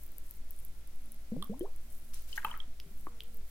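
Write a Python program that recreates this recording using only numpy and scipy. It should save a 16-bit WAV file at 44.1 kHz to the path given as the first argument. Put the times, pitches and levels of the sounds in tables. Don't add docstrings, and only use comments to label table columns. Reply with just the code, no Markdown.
import sys
import numpy as np
from scipy import signal
from scipy.fft import rfft, irfft, next_fast_len
from scipy.io import wavfile
from scipy.ndimage import map_coordinates

SR = 44100
rng = np.random.default_rng(int(sys.argv[2]) if len(sys.argv) > 2 else 0)


def attenuation_scalar(level_db):
    decades = np.asarray(level_db, float) / 20
    return 10 ** decades


def transcribe(signal):
    frames = np.atleast_2d(signal).T
    limited = np.clip(frames, -1, 1)
    pcm = np.round(limited * 32767).astype(np.int16)
    wavfile.write(sys.argv[1], SR, pcm)


N = 154350
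TIME = np.arange(N) / SR
STEADY_TOP_HZ = 15950
TICK_CYCLES = 8

# (time [s], level [dB])
RUB_LEVEL = [(0, -61.5), (.14, -69.5), (.3, -64), (.42, -73), (.6, -63.5), (.8, -71.5), (1.75, -73),
             (1.93, -62), (2.08, -66), (2.5, -64), (2.62, -81), (2.9, -70), (3, -64), (3.12, -75),
             (3.5, -66)]


def unit(x):
    return x / np.sqrt(np.mean(x ** 2) + 1e-20)


def along(points, hz):
    f, v = np.transpose(points)
    return np.interp(np.log(hz + 1), np.log(f + 1), v)


def wobble(rate_hz):
    knots = rng.standard_normal(int(N * rate_hz / SR) + 4)
    return map_coordinates(knots, [TIME * rate_hz])


def filtered(x, response):
    m = next_fast_len(N + SR // 2)
    return irfft(rfft(x, m) * response(np.fft.rfftfreq(m, 1 / SR)), m)[..., :N]


def below_steady_top(hz):
    return hz < STEADY_TOP_HZ


def rush(spectrum):
    # (frequency [Hz], left-right likeness [0-1])
    likeness = [(30, 0.9977), (90, 0.97), (200, 0.91), (2000, 0.023), (10000, 0.014)]

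    def mid_side(hz):
        angle = np.arccos(np.clip(along(likeness, hz), 0, 1)) / 2
        return attenuation_scalar(along(spectrum, hz)) * below_steady_top(hz) * np.array([np.cos(angle), np.sin(angle)])

    mid, side = filtered(rng.standard_normal((2, N)), mid_side)
    return unit(np.array([mid + side, mid - side]))


def add(track, s, wave, pan_db):
    far_lag_s, full_side_db = .00013, 8
    for side, sign in enumerate((1, -1)):
        lag_s = far_lag_s * np.clip(-sign * pan_db / full_side_db, 0, 1)
        part = track[side, round((s + lag_s) * SR):][:len(wave)]
        part += attenuation_scalar(sign * pan_db / 2) * wave[:len(part)]


def bubble(hz, t60_s, sweep, attack_s, length_s, bend=1):
    t = np.arange(int(length_s * SR)) / SR
    ring = np.sin(2 * np.pi * hz * np.cumsum(sweep(t)) / SR)
    return ring * attenuation_scalar(-60 * (t / t60_s) ** bend) * (1 - np.exp(-t / attack_s))


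def tick(hz, cycles, grit):
    grit_db = -15
    t = np.arange(len(grit)) / SR
    shape = np.sin(np.pi * np.clip(t * hz / cycles, 0, 1)) ** 2
    return shape * (np.sin(2 * np.pi * hz * t) + attenuation_scalar(grit_db) * np.diff(grit, 2, prepend=[0, 0]))


def glugs():
    # (time [s], start pitch [Hz], time to surface [s], peak level [dB], t60 [s])
    pockets = [(1.319, 207.8, 0.16, -28.5, 0.2), (1.319, 451, 0.034, -38, 0.068),
               (1.365, 149.6, 0.28, -36.5, 0.28), (1.365, 490, 0.035, -28.5, 0.017),
               (1.495, 189, 0.24, -31.5, 0.22), (1.495, 417, 0.057, -39, 0.23),
               (1.609, 333.7, 0.2, -27, 0.13), (1.609, 436.7, .062, -44.5, 0.7),
               (2.862, 149, 0.34, -45.5, 0.077), (2.91, 193, 0.29, -53.5, 0.14),
               (2.675, 230, .4, -51, 0.075)]
    risers = [
        (2.514, 920, .018, -43, .12),
        (2.54, 1230, .045, -39, .06),
    ]
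    attack_s, burst_s, longest_s, creep_per_s, pan_db = .0012, .003, .115, 5, 1.5
    out = np.zeros((2, N))
    for s, hz, surface_s, db, t60_s in [*pockets, *risers]:
        def climb(t):
            return np.exp(creep_per_s * t + (t / surface_s) ** 3)

        wave = bubble(hz, t60_s, climb, attack_s, min(.94 * surface_s, longest_s))
        left_s = np.arange(len(wave))[::-1] / SR
        burst = np.clip(left_s / (2 * burst_s), 0, 1)
        add(out, s, attenuation_scalar(db) * wave * burst, pan_db)
    return out


def plinks():
    # (time [s], pitch [Hz], peak level [dB], t60 [s], left over right [dB])
    drops = [(1.425, 1130, -35, 0.015, -5.5), (1.452, 1133, -51, .03, -1), (1.608, 3110, -52.5, 0.023, 8),
             (2.328, 2990, -38, 0.021, 6.5), (2.378, 872, -44, 0.026, 6), (2.377, 1598, -29, 0.024, 5.5),
             (2.377, 1820, -30, 0.019, 6), (2.378, 2115, -41.5, 0.021, 8), (2.447, 847, -31, 0.04, 1),
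             (2.4477, 1209, -26, 0.018, 5), (2.447, 2577, -37.5, 0.029, -3.5),
             (2.4477, 3050, -32, 0.013, 8.5), (2.472, 980, -37, 0.02, 0), (2.506, 1213, -42.5, 0.023, 3),
             (2.513, 3044, -34, 0.01, 6.5), (2.54, 1820, -35, 0.0054, -11), (2.602, 3280, -40, 0.01, -23),
             (3.069, 317, -42, 0.018, 12.5)]
    attack_s, rise_per_s, fade_bend = .0007, 3, 1.8
    crack_db, crack_t60_s, crack_ratio = -16, 0.0016, 1.95
    out, t = np.zeros((2, N)), np.arange(SR // 100) / SR
    for s, hz, db, t60_s, pan_db in drops:
        ring = bubble(hz, t60_s, lambda t: 1 + rise_per_s * t, attack_s, t60_s, fade_bend)
        add(out, s, attenuation_scalar(db) * ring, pan_db)
        crack = np.cos(2 * np.pi * crack_ratio * hz * t)
        add(out, s, attenuation_scalar(db + crack_db - 60 * t / crack_t60_s) * crack, pan_db)
    return out


def clinks():
    # (time [s], pitch [Hz], peak level [dB], t60 [s], left over right [dB])
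    knocks = [(1.4253, 3390, -28.5, 0.0096, -6.5), (1.4248, 4100, -30.5, 0.0048, -9.5),
              (1.4252, 9500, -35.5, 0.0095, -5), (1.4252, 7750, -41, .006, -4.5),
              (1.4252, 1900, -43, .005, -1), (1.4252, 13000, -39, .008, -5.5), (1.61, 1860, -53, .012, 7),
              (2.143, 6100, -32, 0.0032, 2), (2.329, 4600, -29, 0.003, 8.5), (2.360, 6600, -47, .003, -1),
              (2.368, 4570, -43, .004, 1), (2.368, 6440, -33, 0.0033, 10), (2.380, 2900, -40, 0.014, -3),
              (2.447, 14300, -24.5, 0.011, 3.5), (2.4481, 9760, -26, 0.0057, -3),
              (2.4477, 4000, -35.5, 0.0047, 12), (2.468, 2560, -44, 0.014, 11), (2.565, 2320, -43, .006, 8),
              (2.564, 1190, -50, 0.036, 8), (3.2054, 3220, -23, 0.0044, -1),
              (3.2065, 4270, -28, .002, -1.5), (2.8003, 3100, -26, 0.0026, 0.5),
              (2.8003, 4940, -26.5, 0.0026, 0), (2.8003, 9900, -43.5, 0.0061, -1),
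              (2.8014, 14000, -27, .002, -2), (3.0690, 1150, -32, 0.017, 7.5)]
    attack_s = .0003
    out = np.zeros((2, N))
    for s, hz, db, t60_s, pan_db in knocks:
        add(out, s, attenuation_scalar(db) * bubble(hz, t60_s, np.ones_like, attack_s, t60_s), pan_db)
    return out


def slosh():
    # (time [s], level [dB])
    churn = [
        (2.36, -62),
        (2.4, -48.5),
        (2.56, -50.5),
        (2.66, -71),
    ]
    bubbles_per_s, centre_hz, spread, cycles, attack_s = 600, 1710, 0.34, 3.76, 0.00018
    out = np.zeros((2, N))
    s, db = np.transpose(churn)
    length_s = s[-1] - s[0]
    for when, pitch, size, pan in rng.random((200, 4))[:int(bubbles_per_s * length_s)]:
        at = s[0] + when * length_s
        hz = centre_hz * np.exp(spread * (4 * pitch - 2))
        life_s = 3 * cycles / hz
        ring = bubble(hz, life_s, lambda t: 1 + 0.086 * t / life_s, attack_s, life_s)
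        add(out, at, attenuation_scalar(np.interp(at, s, db) - 2 * np.log(size)) * ring, 8 * pan - 3)
    return out


def nails():
    # (time [s], peak level [dB], pitch [Hz], left over right [dB])
    contact_ticks = [(0.12, -41, 13800, 13), (0.183, -30, 12300, 15), (0.2982, -45, 15700, -1.5),
                     (0.3101, -32.5, 13000, 17), (0.5085, -29, 14100, 15), (0.589, -37, 10100, 7.5),
                     (0.662, -41, 12500, 3), (0.6501, -30, 13100, -4.5), (0.8744, -37, 11300, 1),
                     (1.1199, -31, 11500, 7), (1.5942, -30.5, 11000, 11), (1.7619, -37.5, 10900, 10.5),
                     (2.144, -31, 10500, 0.5), (2.361, -35.5, 11900, 14), (2.4455, -26.5, 12900, -2.5),
                     (2.5097, -43.5, 10800, 19), (2.576, -32, 15000, 10), (3.206, -45, 11800, -18),
                     (3.236, -35, 13000, -1.5), (3.3717, -36.5, 13600, -8),
                     (0.0353, -36, 13600, 15), (0.0643, -36, 13900, -0.5), (0.0792, -39, 15500, 6.5),
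             (0.2808, -53, 15200, -0.5), (0.3391, -37, 14300, 0), (0.3706, -43, 14000, 8),
             (0.5287, -46, 13600, -2.5), (0.5641, -44, 9800, 8), (0.6828, -46.5, 10200, -5),
             (0.7487, -47, 10900, 7), (0.9592, -47, 11100, 6.5), (1.0196, -46, 11000, 5.5),
             (1.0415, -46, 11500, 0.5), (1.0585, -41.5, 10800, 6), (1.1443, -39, 12100, 6),
             (1.4441, -29.5, 13500, -7.5), (1.4716, -43.5, 10800, -9), (1.6302, -44, 10900, 4),
             (1.925, -35, 11200, -1.5), (2.1116, -59, 11500, 3), (2.1484, -38.5, 10200, -6),
             (2.1724, -43, 11000, -2), (2.1899, -48, 11500, -3), (2.2228, -35, 14900, 5.5),
             (2.3131, -42, 15300, -2), (2.3674, -37, 12000, 5), (2.3775, -32, 12800, 6),
             (2.4653, -38, 13700, -2), (2.9163, -44, 12800, 7), (2.9771, -35, 15500, 5.5),
             (3.3448, -36, 12900, 5), (3.472, -50, 13400, 0.5)]
    # (time [s], peak level [dB], pitch [Hz], length [cycles], left over right [dB])
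    snaps = [
        (2.4478, -25.5, 1360, 1.55, 2),
        (3.0688, -38.5, 1230, 1.57, 9),
    ]
    tick_db = -1.5
    out = np.zeros((2, N))
    for s, db, hz, pan_db in contact_ticks:
        add(out, s, attenuation_scalar(db + tick_db) * tick(hz, TICK_CYCLES, rng.standard_normal(64)), pan_db)
    for s, db, hz, cycles, pan_db in snaps:
        add(out, s, attenuation_scalar(db) * tick(hz, cycles, np.zeros(128)), pan_db)
    return out


def crackle():
    per_s, crackle_db, centre_hz, scatter_db = 114, 11.5, 11500, 2
    out, rub_db = np.zeros((2, N)), np.interp(TIME, *np.transpose(RUB_LEVEL))
    count = int(per_s * N / SR)
    draws, grits = rng.random((400, 4))[:count], rng.standard_normal((400, 64))
    for (when, pitch, size, pan), grit in zip(draws, grits):
        db = rub_db[int(when * N)] + crackle_db - scatter_db * np.log(size)
        wave = tick(centre_hz * (0.776 + .45 * pitch), TICK_CYCLES, grit)
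        add(out, when * N / SR, attenuation_scalar(db) * wave, 16 * pan - 6)
    return filtered(out, below_steady_top)


def rub():
    # (frequency [Hz], density [dB per Hz])
    skin = [(3530, -42), (6000, -7.5), (11200, 1), (13800, 1), (15800, -2)]
    db = np.interp(TIME, *np.transpose(RUB_LEVEL)) - 0.5
    return attenuation_scalar(db + 1.5 * wobble(30) + 2 * wobble(120)) * rush(skin)


def grip_shifts():
    # (time [s], level [dB], attack [s], t60 [s])
    shifts = [
        (2.132, -51.5, 0.0024, 0.45),
        (2.271, -46.5, 0.073, 0.49),
        (2.354, -46.5, 0.0043, 0.095),
        (2.445, -60, 0.0098, 0.55),
    ]
    # (frequency [Hz], density [dB per Hz])
    cloth = [(530, -48.5), (900, -6), (3370, -2.5), (5570, -0.5), (10300, -3), (15800, -6.5)]
    envelope = np.zeros(N)
    for s, db, attack_s, t60_s in shifts:
        after_s = np.maximum(TIME - s, 0)
        envelope += attenuation_scalar(db - 60 * after_s / t60_s) * (1 - np.exp(-after_s / attack_s))
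    return envelope * attenuation_scalar(2 * wobble(150)) * rush(cloth)


def room(x):
    # (frequency [Hz], t60 [s])
    decay = [(200, 0.12), (2000, 0.38), (12000, 0.077)]
    delay_s = .006
    hz, t, z = signal.stft(rng.standard_normal((2, SR // 2)), SR, nperseg=256)
    tail = signal.istft(z * attenuation_scalar(-60 * t / along(decay, hz)[:, None]), SR, nperseg=256)[1]
    late = np.pad(x.mean(0), (int(delay_s * SR), 0))[None]
    return signal.fftconvolve(late, tail / np.linalg.norm(tail[0]), axes=1)[:, :N]


def hum():
    # (frequency [Hz], level [dB])
    partials = [(50, -54.5), (100, -87.5), (150, -72), (1373, -84)]
    out = np.zeros(N)
    for hz, db in partials:
        level = attenuation_scalar(db + 1 + 2.27 * wobble(13))
        out += level * np.sin(2 * np.pi * hz * TIME + 0.51 * wobble(8.36))
    return out


def drone():
    # (time [s], half length [s])
    swells = [(0.43, 0.046), (1.077, 0.1), (1.878, 0.031), (2.05, 0.11), (2.503, 0.065), (3.066, 0.15),
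              (3.353, 0.074)]
    drone_hz, drone_db, swell_db = 225.7, -65, 1.5
    gate = sum(np.exp(-((TIME - s) / half_s) ** 4) for s, half_s in swells)
    level = attenuation_scalar(drone_db + swell_db * wobble(8.1)) * gate
    return level * np.sin(2 * np.pi * drone_hz * TIME + 0.3 * wobble(29))


def whine():
    # (time [s], pitch [Hz], level [dB])
    paths = [
        [(2.82, 415, -75.5), (2.94, 377, -75)],
        [(3.08, 462, -68), (3.13, 481, -80), (3.22, 431, -73.5), (3.29, 496, -77.5), (3.36, 459, -74),
         (3.46, 386, -77)],
    ]
    fade_s, gain_db = 0.021, 8.5
    out = np.zeros(N)
    for path in paths:
        s, hz, db = np.transpose(path)
        fade = np.clip(np.minimum(TIME - s[0], s[-1] - TIME) / fade_s, 0, 1)
        phase = 2 * np.pi * np.cumsum(np.interp(TIME, s, hz)) / SR
        out += fade * attenuation_scalar(np.interp(TIME, s, db) + gain_db) * np.sin(phase)
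    return out


def air_pressure():
    # (frequency [Hz], density [dB per Hz])
    air_colour = [(1.2, -120), (2.2, -6), (6, -2), (14, -18.5), (28, -31.5), (50, -41.5), (130, -120)]
    air_db, end_fade_s = -36.5, .08
    return attenuation_scalar(air_db) * rush(air_colour) * np.clip((TIME[-1] - TIME) / end_fade_s, .25, 1)


def murmur():
    # (frequency [Hz], density [dB per Hz])
    murmur_colour = [(32, -37), (55, 1.5), (107, -17), (337, -20.5), (438, -33), (636, -22.5), (1500, -45),
                     (1950, -63), (3300, -120)]
    return attenuation_scalar(-61.5 - 0.5 + 0.34 * wobble(6.9)) * rush(murmur_colour)


def hiss():
    # (frequency [Hz], density [dB per Hz])
    hiss_colour = [(470, -2), (800, -9), (2200, -5.5), (2890, -9), (3240, -8), (15800, -13)]
    return attenuation_scalar(-62.5 - 1.64) * rush(hiss_colour)


def scene():
    glug_wet_db, near_wet_db = -10.5, -16.5
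    swirl_share, swirl_per_s = 1.1, 900
    low = glugs()
    near = plinks() + clinks() + slosh() + nails() + crackle() + rub() + grip_shifts()
    ruffled = filtered(room(near) * (1 + swirl_share * wobble(swirl_per_s)), below_steady_top)
    wet = attenuation_scalar(glug_wet_db) * room(low) + attenuation_scalar(near_wet_db) * ruffled
    background = hum() + drone() + whine() + air_pressure() + murmur() + hiss()
    return low + near + wet + background


def roll_off(x):
    return signal.sosfilt(signal.butter(12, 16990, fs=SR, output="sos"), x)


def record(dry):
    top_hz = 16900
    mix = filtered(dry, lambda hz: np.clip((top_hz - hz) / (top_hz - STEADY_TOP_HZ), 0, 1))
    return roll_off(mix)


dry = scene()
out = record(dry)
transcribe(out)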